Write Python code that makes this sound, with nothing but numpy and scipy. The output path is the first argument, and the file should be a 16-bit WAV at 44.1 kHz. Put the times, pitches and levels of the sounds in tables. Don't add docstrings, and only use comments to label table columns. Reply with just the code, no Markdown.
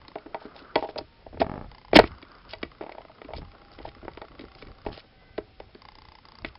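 import sys
import numpy as np
from scipy import signal
from scipy.fft import rfft, irfft
from scipy.io import wavfile
from scipy.ndimage import uniform_filter1d

SR = 44100
rng = np.random.default_rng(int(sys.argv[2]) if len(sys.argv) > 2 else 0)


def waveform_to_disk(signal):
    frames = np.transpose(np.atleast_2d(signal))
    scaled = np.clip(frames, -1, 1) * 32767
    samples = np.round(scaled).astype(np.int16)
    wavfile.write(sys.argv[1], SR, samples)


N = 290178
TIME = np.arange(N) / SR

# start_s, level_db, favoured_pitch_hz, lowest_mode_t60_s
BOARD_KNOCKS = [(.083, -37.5, 299.8, 0.068), (.155, -19.5, 586.6, 0.07882), (.259, -30, 401.7, 0.061),
                (.344, -20, 710.8, 0.06586), (.414, -36.5, 817, 0.0413), (.451, -29, 343.3, 0.0856),
                (.554, -35, 775, 0.1129), (.615, -37.5, 320, 0.0559), (.756, -5, 623.7, 0.08276),
                (.787, -25, 423.5, 0.04757), (.824, -16.5, 600.3, 0.13066), (.844, -25, 590, 0.08737),
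                (.888, -23.5, 603, 0.0642), (.958, -22, 574.7, 0.11296), (.985, -20, 575, 0.0403),
                (1.006, -31, 397.5, 0.0621), (1.263, -27.5, 554, 0.04985), (1.327, -32, 475, 0.0662),
                (1.343, -29.5, 312.5, 0.0664), (1.37, -30.5, 447, .026), (1.401, -17, 220.7, .04),
                (1.408, -15, 330, .04), (1.415, -6.5, 633, 0.04108), (1.931, -3, 453, 0.04997),
                (1.945, -15, 308, 0.0193), (1.955, -1.5, 449.3, .045), (1.962, 4, 300.3, 0.01956),
                (1.971, -3, 239.4, 0.042), (1.987, 3.5, 645.6, .024), (1.992, -3, 400, .015),
                (1.996, 0.8517, 520, .015), (2.038, -14, 296, 0.02813), (2.228, -36.5, 333, 0.05964),
                (2.532, -26, 681.3, 0.06417), (2.631, -16, 339.9, 0.017226), (2.647, -34, 358, 0.0164),
                (2.808, -23, 480, 0.0279), (2.824, -29, 603, 0.0195), (2.836, -26, 619.9, 0.02645),
                (2.863, -27.5, 627.2, 0.02525), (2.892, -26, 632.6, 0.02268), (2.915, -33.5, 645, 0.04224),
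                (2.947, -32, 626.8, 0.0303), (2.979, -27, 652, 0.03823), (3.005, -34, 633, 0.0316),
                (3.05, -34.5, 629.6, 0.03693), (3.095, -37.5, 642.2, .05), (3.216, -28, 635.9, 0.02552),
                (3.246, -34.5, 294, 0.0752), (3.286, -30, 611, 0.04737), (3.303, -32, 608, 0.0754),
                (3.333, -23, 791.9, 0.0577), (3.365, -34, 204.5, 0.063), (3.38, -30.5, 353, 0.06216),
                (3.785, -30.5, 441.7, 0.055), (3.799, -33, 475.5, 0.0459), (3.85, -23, 676.2, 0.02948),
                (3.874, -32.5, 425, 0.0501), (3.964, -40, 400, .05), (4.028, -32.5, 337, 0.05057),
                (4.049, -31.5, 352, 0.03433), (4.0785, -20, 541.2, .03), (4.173, -27, 624.9, 0.0295),
                (4.215, -27.5, 631, 0.04693), (4.24, -37, 540, 0.0537), (4.308, -41, 400, .05),
                (4.393, -31.5, 289.2, 0.0441), (4.411, -34.5, 215, 0.0403), (4.438, -29, 338.2, 0.02138),
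                (4.623, -31.5, 313, 0.05237), (4.665, -37.5, 336, 0.0776), (4.85, -36, 700, 0.0291),
                (4.863, -16, 599.8, 0.03555), (4.884, -28, 464, 0.0655), (4.975, -30.5, 606.3, 0.0497),
                (5.38, -14.5, 400, .028), (5.601, -26, 502, 0.0293), (5.749, -32, 279.7, 0.0466),
                (6.445, -22, 404.5, 0.05358)]
# pitch_hz, gain_db, base_t60_s
BOARD_MODES = [(270.33, 0, 0.08045), (310.19, 0, .08), (375.45, -3, 0.045), (422.86, -5, .13),
               (474.95, -6, 0.055), (565.95, -4.5, 0.044), (629.39, -2, 0.083), (672.47, -3.5, .06),
               (799.04, -2.5, 0.082), (862.04, -5, 0.075), (928.81, -7, .09), (1058.1, -11, .07)]
# start_s, peak_db, favoured_pitch_hz
EDGE_CLICKS = [(0.0796, -32.5, 4656), (0.154, -35.5, 2140), (0.1829, -39, 2290), (0.344, -27, 2110),
               (0.7551, -10, 2146), (.789, -36, 2170), (0.8256, -36, 2150), (.8886, -40, 2153),
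               (0.9573, -38, 2140), (0.982, -20.5, 4793), (1.4023, -31.5, 2210), (1.414, -22, 2265),
               (1.424, -29.5, 2300), (1.93, -19.5, 2164), (1.957, -12, 2282), (1.962, -5, 2280),
               (1.967, -7.5, 3000), (1.9895, -5.5, 2349), (1.9953, -7.5, 1470), (2.039, -18, 1376),
               (2.225, -35.5, 2180), (2.5331, -24, 2552), (2.6287, -20.5, 1978), (2.809, -35.5, 1833),
               (2.8221, -38.5, 1917), (2.834, -36, 1846), (2.8638, -36, 1754), (2.8927, -38, 1830),
               (2.9197, -32, 2255), (2.9816, -37.5, 1870), (3.216, -31, 1841), (3.2451, -40, 1970),
               (3.334, -29.5, 2233), (3.3649, -34.5, 3554), (3.373, -34.5, 5090), (3.381, -36, 4530),
               (3.5154, -41, 1927), (3.7867, -36, 2280), (3.8515, -42, 1750), (3.8876, -36, 2814),
               (4.0795, -30, 1370), (4.133, -40, 2900), (4.1717, -31.5, 1938), (4.2158, -32.5, 1840),
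               (4.3921, -31, 2400), (4.4082, -37.5, 2613), (4.549, -38.5, 5010), (4.622, -30, 2005),
               (4.669, -36, 2240), (4.8619, -30, 2022), (4.9739, -33, 3300), (5.001, -37.5, 2410),
               (5.3776, -29, 2135), (5.5993, -34.5, 2321), (5.7463, -39.5, 3280), (6.4463, -18, 2050),
               (6.4595, -35, 1860)]
# pitch_hz, gain_db, base_t60_s
CARD_MODES = [(1233.7, 0.5, 0.019), (1496.6, -5.5, .03), (1916.3, -5.5, 0.071), (2057.5, -5.5, 0.041),
              (2265.4, -2, 0.058), (2548.5, -4, 0.03), (2894.8, -7, 0.041), (3253.1, -4.5, 0.029),
              (3396.8, -7, 0.022), (3688.5, -4.5, 0.045), (3926.4, -5, 0.026), (4459, 0.5, 0.033),
              (4952.4, 1.5, 0.027)]
# start_s, end_s, centre_hz, rms_db
EDGE_SCRAPES = [(.09, 0.13, 4500, -70.5), (0.394, 0.47, 3280, -55.5), (0.537, 0.647, 4132, -53.5),
                (0.767, 0.863, 2800, -50), (0.865, 0.919, 3200, -54), (1.396, 1.431, 3327, -37.5),
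                (0.976, 0.994, 4670, -38), (1.939, 1.956, 3800, -29.5), (1.953, 1.976, 2280, -10),
                (2.0, 2.088, 2800, -44), (2.486, 2.538, 3900, -46.5), (3.343, 3.399, 4200, -50),
                (3.72, 3.77, 4616, -56), (3.807, 3.901, 3200, -54.5), (4.393, 4.448, 3000, -58.5),
                (4.563, 4.643, 4200, -55.5), (4.841, 4.9, 3013, -53.5), (4.906, 5.02, 3800, -48.5),
                (6.451, 6.497, 2982, -51.5)]
# start_s, peak_db
BOARD_SLIPS = [(1.445, -23.5), (1.466, -21), (1.496, -20), (1.516, -21), (1.539, -22), (1.557, -28),
               (1.578, -23.5), (1.592, -33.5), (1.612, -25), (1.623, -33), (1.644, -33), (2.109, -36.5),
               (2.14, -40), (3.419, -31), (3.429, -35), (3.46, -45), (4.902, -33), (4.916, -32.5),
               (4.929, -33)]
# peak_s, level_db, rise_s_per_20_db
TABLE_THUMPS = [(.05, -57, 0.8512), (.77, -45.5, 0.0048), (1.01, -47, 0.1012), (1.34, -49, 0.2064),
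                (1.41, -36, 0.083), (1.69, -42.5, .3), (1.97, -21, 0.0471), (1.99, -27, 0.0486),
                (2.12, -44, .06), (2.5, -52.5, 0.1833), (2.66, -47, 0.2195), (3.39, -37, 0.1292),
                (3.48, -47, 0.2182), (3.87, -44, 0.1742), (4.07, -45.5, 0.1919), (4.14, -49.5, 0.1355),
                (4.45, -49.5, 0.4234), (4.71, -48, 0.2233), (4.88, -35, 0.0494), (5.39, -46.5, 0.1453),
                (5.64, -50, 0.1389), (6.1, -56, 0.5154), (6.45, -41.5, 0.0663)]
# start_s, end_s, drag_db, squeak_db
SLIDE_STROKES = [(0, 0.332, -61.5, -66), (0.324, 0.801, -56, -55.5), (.88, 1.004, -52.5, -72),
                 (1.46, 1.667, -46.5, -82), (1.682, 1.797, -60, -64.5), (2.08, 2.55, -59.5, -57),
                 (2.58, 3.498, -60, -68), (3.501, 4.305, -61, -67.5), (4.292, 4.75, -57, -75),
                 (4.75, 5.051, -61, -65), (6.2, 6.598, -66, -68)]
# start_s, end_s, delay_in_frame_ms, peak_db, barrel_pitch_hz, rattle_gain_db
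FOCUS_RUNS = [(0, .12, 14.81, -37, 993.6, -11), (.35, .75, 12.464, -45, 1173, -9.5),
              (1.68, 1.95, 14.007, -36, 937.1, -4.5), (2.05, 2.65, 15.5, -42.5, 1047, -2.5),
              (2.68, 3.48, 14.967, -43.5, 1173, -8.5), (3.48, 4.18, 14.755, -42, 1243, -6.5),
              (4.18, 4.55, 15.8, -41, 1250, -8), (4.55, 4.98, 15.73, -43, 1247, -4),
              (5.78, 6.185, 17.755, -35, 962.5, 0.4958), (6.215, 6.415, 18.19, -35, 1002, 3),
              (6.52, 6.55, 19, -38, 930, -6)]
# barrel_pitch_ratio, gain_db, t60_s
BARREL_MODES = [(.9, -0.5, 0.043), (1.08, 2.5, .022)]
# pitch_hz, gain_db, t60_s
LENS_MODES = [(1718.7, -7.5, .012), (2062.3, -4, 0.028), (2550, -11.5, 0.0058), (3022.5, -7.5, .012),
              (3571.9, -6.5, 0.0064), (3900, -12.5, 0.0064), (4696.4, -3, .007), (4776.2, 0.5, 0.0097),
              (5050.3, -2.5, 0.008)]
# start_s, end_s, pitch_hz, rms_db
WHINE_TONES = [(1.051, 1.3, 918.2, -69.5), (3.4, 3.988, 808.3, -65.5), (4.403, 4.82, 778.1, -64),
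               (5.002, 5.809, 763.9, -72.5), (5.02, 5.449, 1530, -72), (5.17, 5.38, 2022, -68.5)]
# frequency_hz, relative_db
HISS_CURVE = [(20, -4.5), (60, -14.5), (130, -14.5), (300, -21.5), (800, -37), (2000, -27.5), (5000, -32)]


def undb(db):
    return 10 ** (np.asarray(db) / 20)


def unit(x):
    return x / np.sqrt(np.mean(x ** 2))


def band(x, lo_hz, hi_hz, order=2):
    return signal.sosfilt(signal.butter(order, [lo_hz, hi_hz], "band", fs=SR, output="sos"), x)


def walk(rate):
    k = int(SR / rate)
    return 1.3 * uniform_filter1d(uniform_filter1d(np.repeat(rng.standard_normal(N // k + 1), k), k), k)[:N]


def strike(out, modes, start_s, peak_db, contact_ms, scatter_db,
           favour_hz=2000, width_octaves=np.inf, t60_scale=1):
    hz, db, t60 = np.transpose(modes)
    level_draw, pitch_draw = rng.standard_normal((2, len(hz)))
    gain = undb(db + scatter_db * level_draw - 6 * (np.log2(hz / favour_hz) / width_octaves) ** 2)
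    detuned_hz = hz * (1 + .015 * pitch_draw)
    length_s = min(.012 + max(t60) * t60_scale, .11)
    t = TIME[:int(SR * length_s), None]
    contact_s = contact_ms / 1000
    swell = np.sin(np.pi / 2 * np.minimum(t / contact_s, 1)) ** 2
    decay = np.exp(-np.log(1000) * np.maximum(t - contact_s, 0) / (t60 * t60_scale))
    ring = np.sin(2 * np.pi * (detuned_hz * t + rng.random(len(hz)))) * swell * decay
    grit = uniform_filter1d(rng.standard_normal(SR // 8), size=12)[:len(t)]
    chatter = 1 + 1.568 * grit * np.exp(-t[:, 0] / (3.2 * contact_s))
    hit = ring @ gain * chatter
    start = int(start_s * SR)
    out[start:start + len(hit)] += (undb(peak_db) * hit / np.abs(hit).max())[:len(out) - start]


def board_knocks():
    out = np.zeros(N)
    for start_s, db, hz, t60_s in BOARD_KNOCKS:
        strike(out, BOARD_MODES, start_s, db, contact_ms=3, scatter_db=2.5,
               favour_hz=hz, width_octaves=.75, t60_scale=t60_s / BOARD_MODES[0][2])
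    return band(out, 130, 2500)


def card_clicks():
    out = np.zeros(N)
    for start_s, db, hz in EDGE_CLICKS:
        strike(out, CARD_MODES, start_s, db, contact_ms=2.1, scatter_db=2,
               favour_hz=hz, width_octaves=.8, t60_scale=.55)
    return out


def edge_scrapes():
    out = np.zeros(N)
    grit = rng.standard_normal(N) * undb(4 * walk(180) + 3.7 * walk(900))
    for start_s, end_s, hz, db in EDGE_SCRAPES:
        span = slice(int(start_s * SR), int(end_s * SR))
        rasp = unit(band(grit[span], hz / 1.8, hz * 1.4915, order=1))
        out[span] += undb(db) * rasp * signal.windows.tukey(len(rasp), .4)
    return out


def board_judder():
    out = np.zeros(N)
    t = TIME[:900]
    push_s, ring_hz = .002, 816.52
    rebound = .774 * (t >= push_s) * np.exp(-(t - push_s) / .0015)
    push = (t < push_s) - rebound
    ring = .996 * np.exp(-t / .002762) * np.cos(2 * np.pi * ring_hz * t)
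    jolt = uniform_filter1d(np.pad(push + ring, (8, 0)), size=12)
    for k, (start_s, db) in enumerate(BOARD_SLIPS):
        start = int(start_s * SR)
        out[start:start + len(jolt)] -= (-1) ** k * undb(db) * jolt / jolt.max()
    return out


def table_thumps():
    rumble_db, fall_db_per_s = -64.5, 190
    heave = undb(rumble_db)
    for peak_s, db, rise_s in TABLE_THUMPS:
        since_peak = TIME - peak_s
        envelope_db = np.minimum(20 * since_peak / rise_s, -fall_db_per_s * since_peak)
        heave = np.hypot(heave, undb(db + envelope_db))
    return unit(band(rng.standard_normal(N), 22, 95)) * heave


def sliding_parts():
    fade_s = .052
    drag, squeak = undb(-64), undb(-73)
    for start_s, end_s, drag_db, squeak_db in SLIDE_STROKES:
        fade = np.clip(np.minimum(TIME - start_s, end_s - TIME) / fade_s + .5, 0, 1)
        drag = np.hypot(drag, undb(drag_db) * fade)
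        squeak = np.hypot(squeak, undb(squeak_db) * fade)
    drag_grains = rng.standard_normal(N) * undb(3 * walk(60))
    squeak_grains = rng.standard_normal(N) * undb(3 * walk(40))
    return unit(band(drag_grains, 200, 770)) * drag + unit(band(squeak_grains, 1120, 1500)) * squeak


def focus_ticks():
    out = np.zeros(N)
    frames_per_s, rattle_above_hz = 30, 3500
    frames = np.arange(0, N / SR, 1 / frames_per_s)
    jitter = rng.standard_normal((len(frames), 2)) * (.3, 1.8)
    for start_s, end_s, delay_ms, db, barrel_hz, rattle_db in FOCUS_RUNS:
        modes = np.vstack([np.multiply(BARREL_MODES, (barrel_hz, 1, 1)), LENS_MODES])
        modes[modes[:, 0] > rattle_above_hz, 1] += rattle_db
        running = (frames >= start_s) & (frames < end_s)
        for frame_s, (jitter_ms, jitter_db) in zip(frames[running], jitter[running]):
            tick_s = frame_s + (delay_ms + jitter_ms) / 1000
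            strike(out, modes, tick_s, db + jitter_db, contact_ms=2.4, scatter_db=1.5)
    return out


def whines():
    out = np.zeros(N)
    fade_s = .026
    for start_s, end_s, hz, db in WHINE_TONES:
        fade = np.clip(np.minimum(TIME - start_s, end_s - TIME) / fade_s, 0, 1)
        waver_db, waver_rad = 2.5 * walk(15), .6 * walk(12)
        out += np.sqrt(2) * undb(db + waver_db) * fade * np.sin(2 * np.pi * hz * TIME + waver_rad)
    return out


def room_reflections(sound, t60_s=.14, build_s=.0047, level_db=-22):
    t = TIME[:SR // 2]
    tail = band(rng.standard_normal(len(t)), 150, 3500, order=1)
    tail *= np.exp(-np.log(1000) * t / t60_s) * (1 - np.exp(-t / build_s))
    return undb(level_db) * signal.fftconvolve(sound, tail / np.sqrt(np.sum(tail ** 2)))[:N]


def hiss(rms_db=-56.5):
    hz = np.fft.rfftfreq(N, 1 / SR) + 1
    curve_hz, curve_db = np.transpose(HISS_CURVE)
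    shape = undb(np.interp(np.log(hz), np.log(curve_hz), curve_db)) * (hz > 20)
    return unit(irfft(rfft(rng.standard_normal(N)) * shape, N)) * undb(rms_db)


def scene():
    handling = board_knocks() + card_clicks() + edge_scrapes()
    foreground = handling + room_reflections(handling) + board_judder()
    return (foreground + focus_ticks() + sliding_parts() + table_thumps() + whines() + hiss())[None]


def record(dry):
    converter_top_hz, output_top_hz = 5324, 15800
    converter_lowpass = signal.ellip(10, .2, 80, converter_top_hz, fs=SR, output="sos")
    output_lowpass = signal.ellip(8, .2, 70, output_top_hz, fs=SR, output="sos")
    overloaded = np.clip(signal.sosfilt(converter_lowpass, dry), -1, 1)
    return signal.sosfilt(output_lowpass, overloaded)


dry = scene()
out = record(dry)
waveform_to_disk(out)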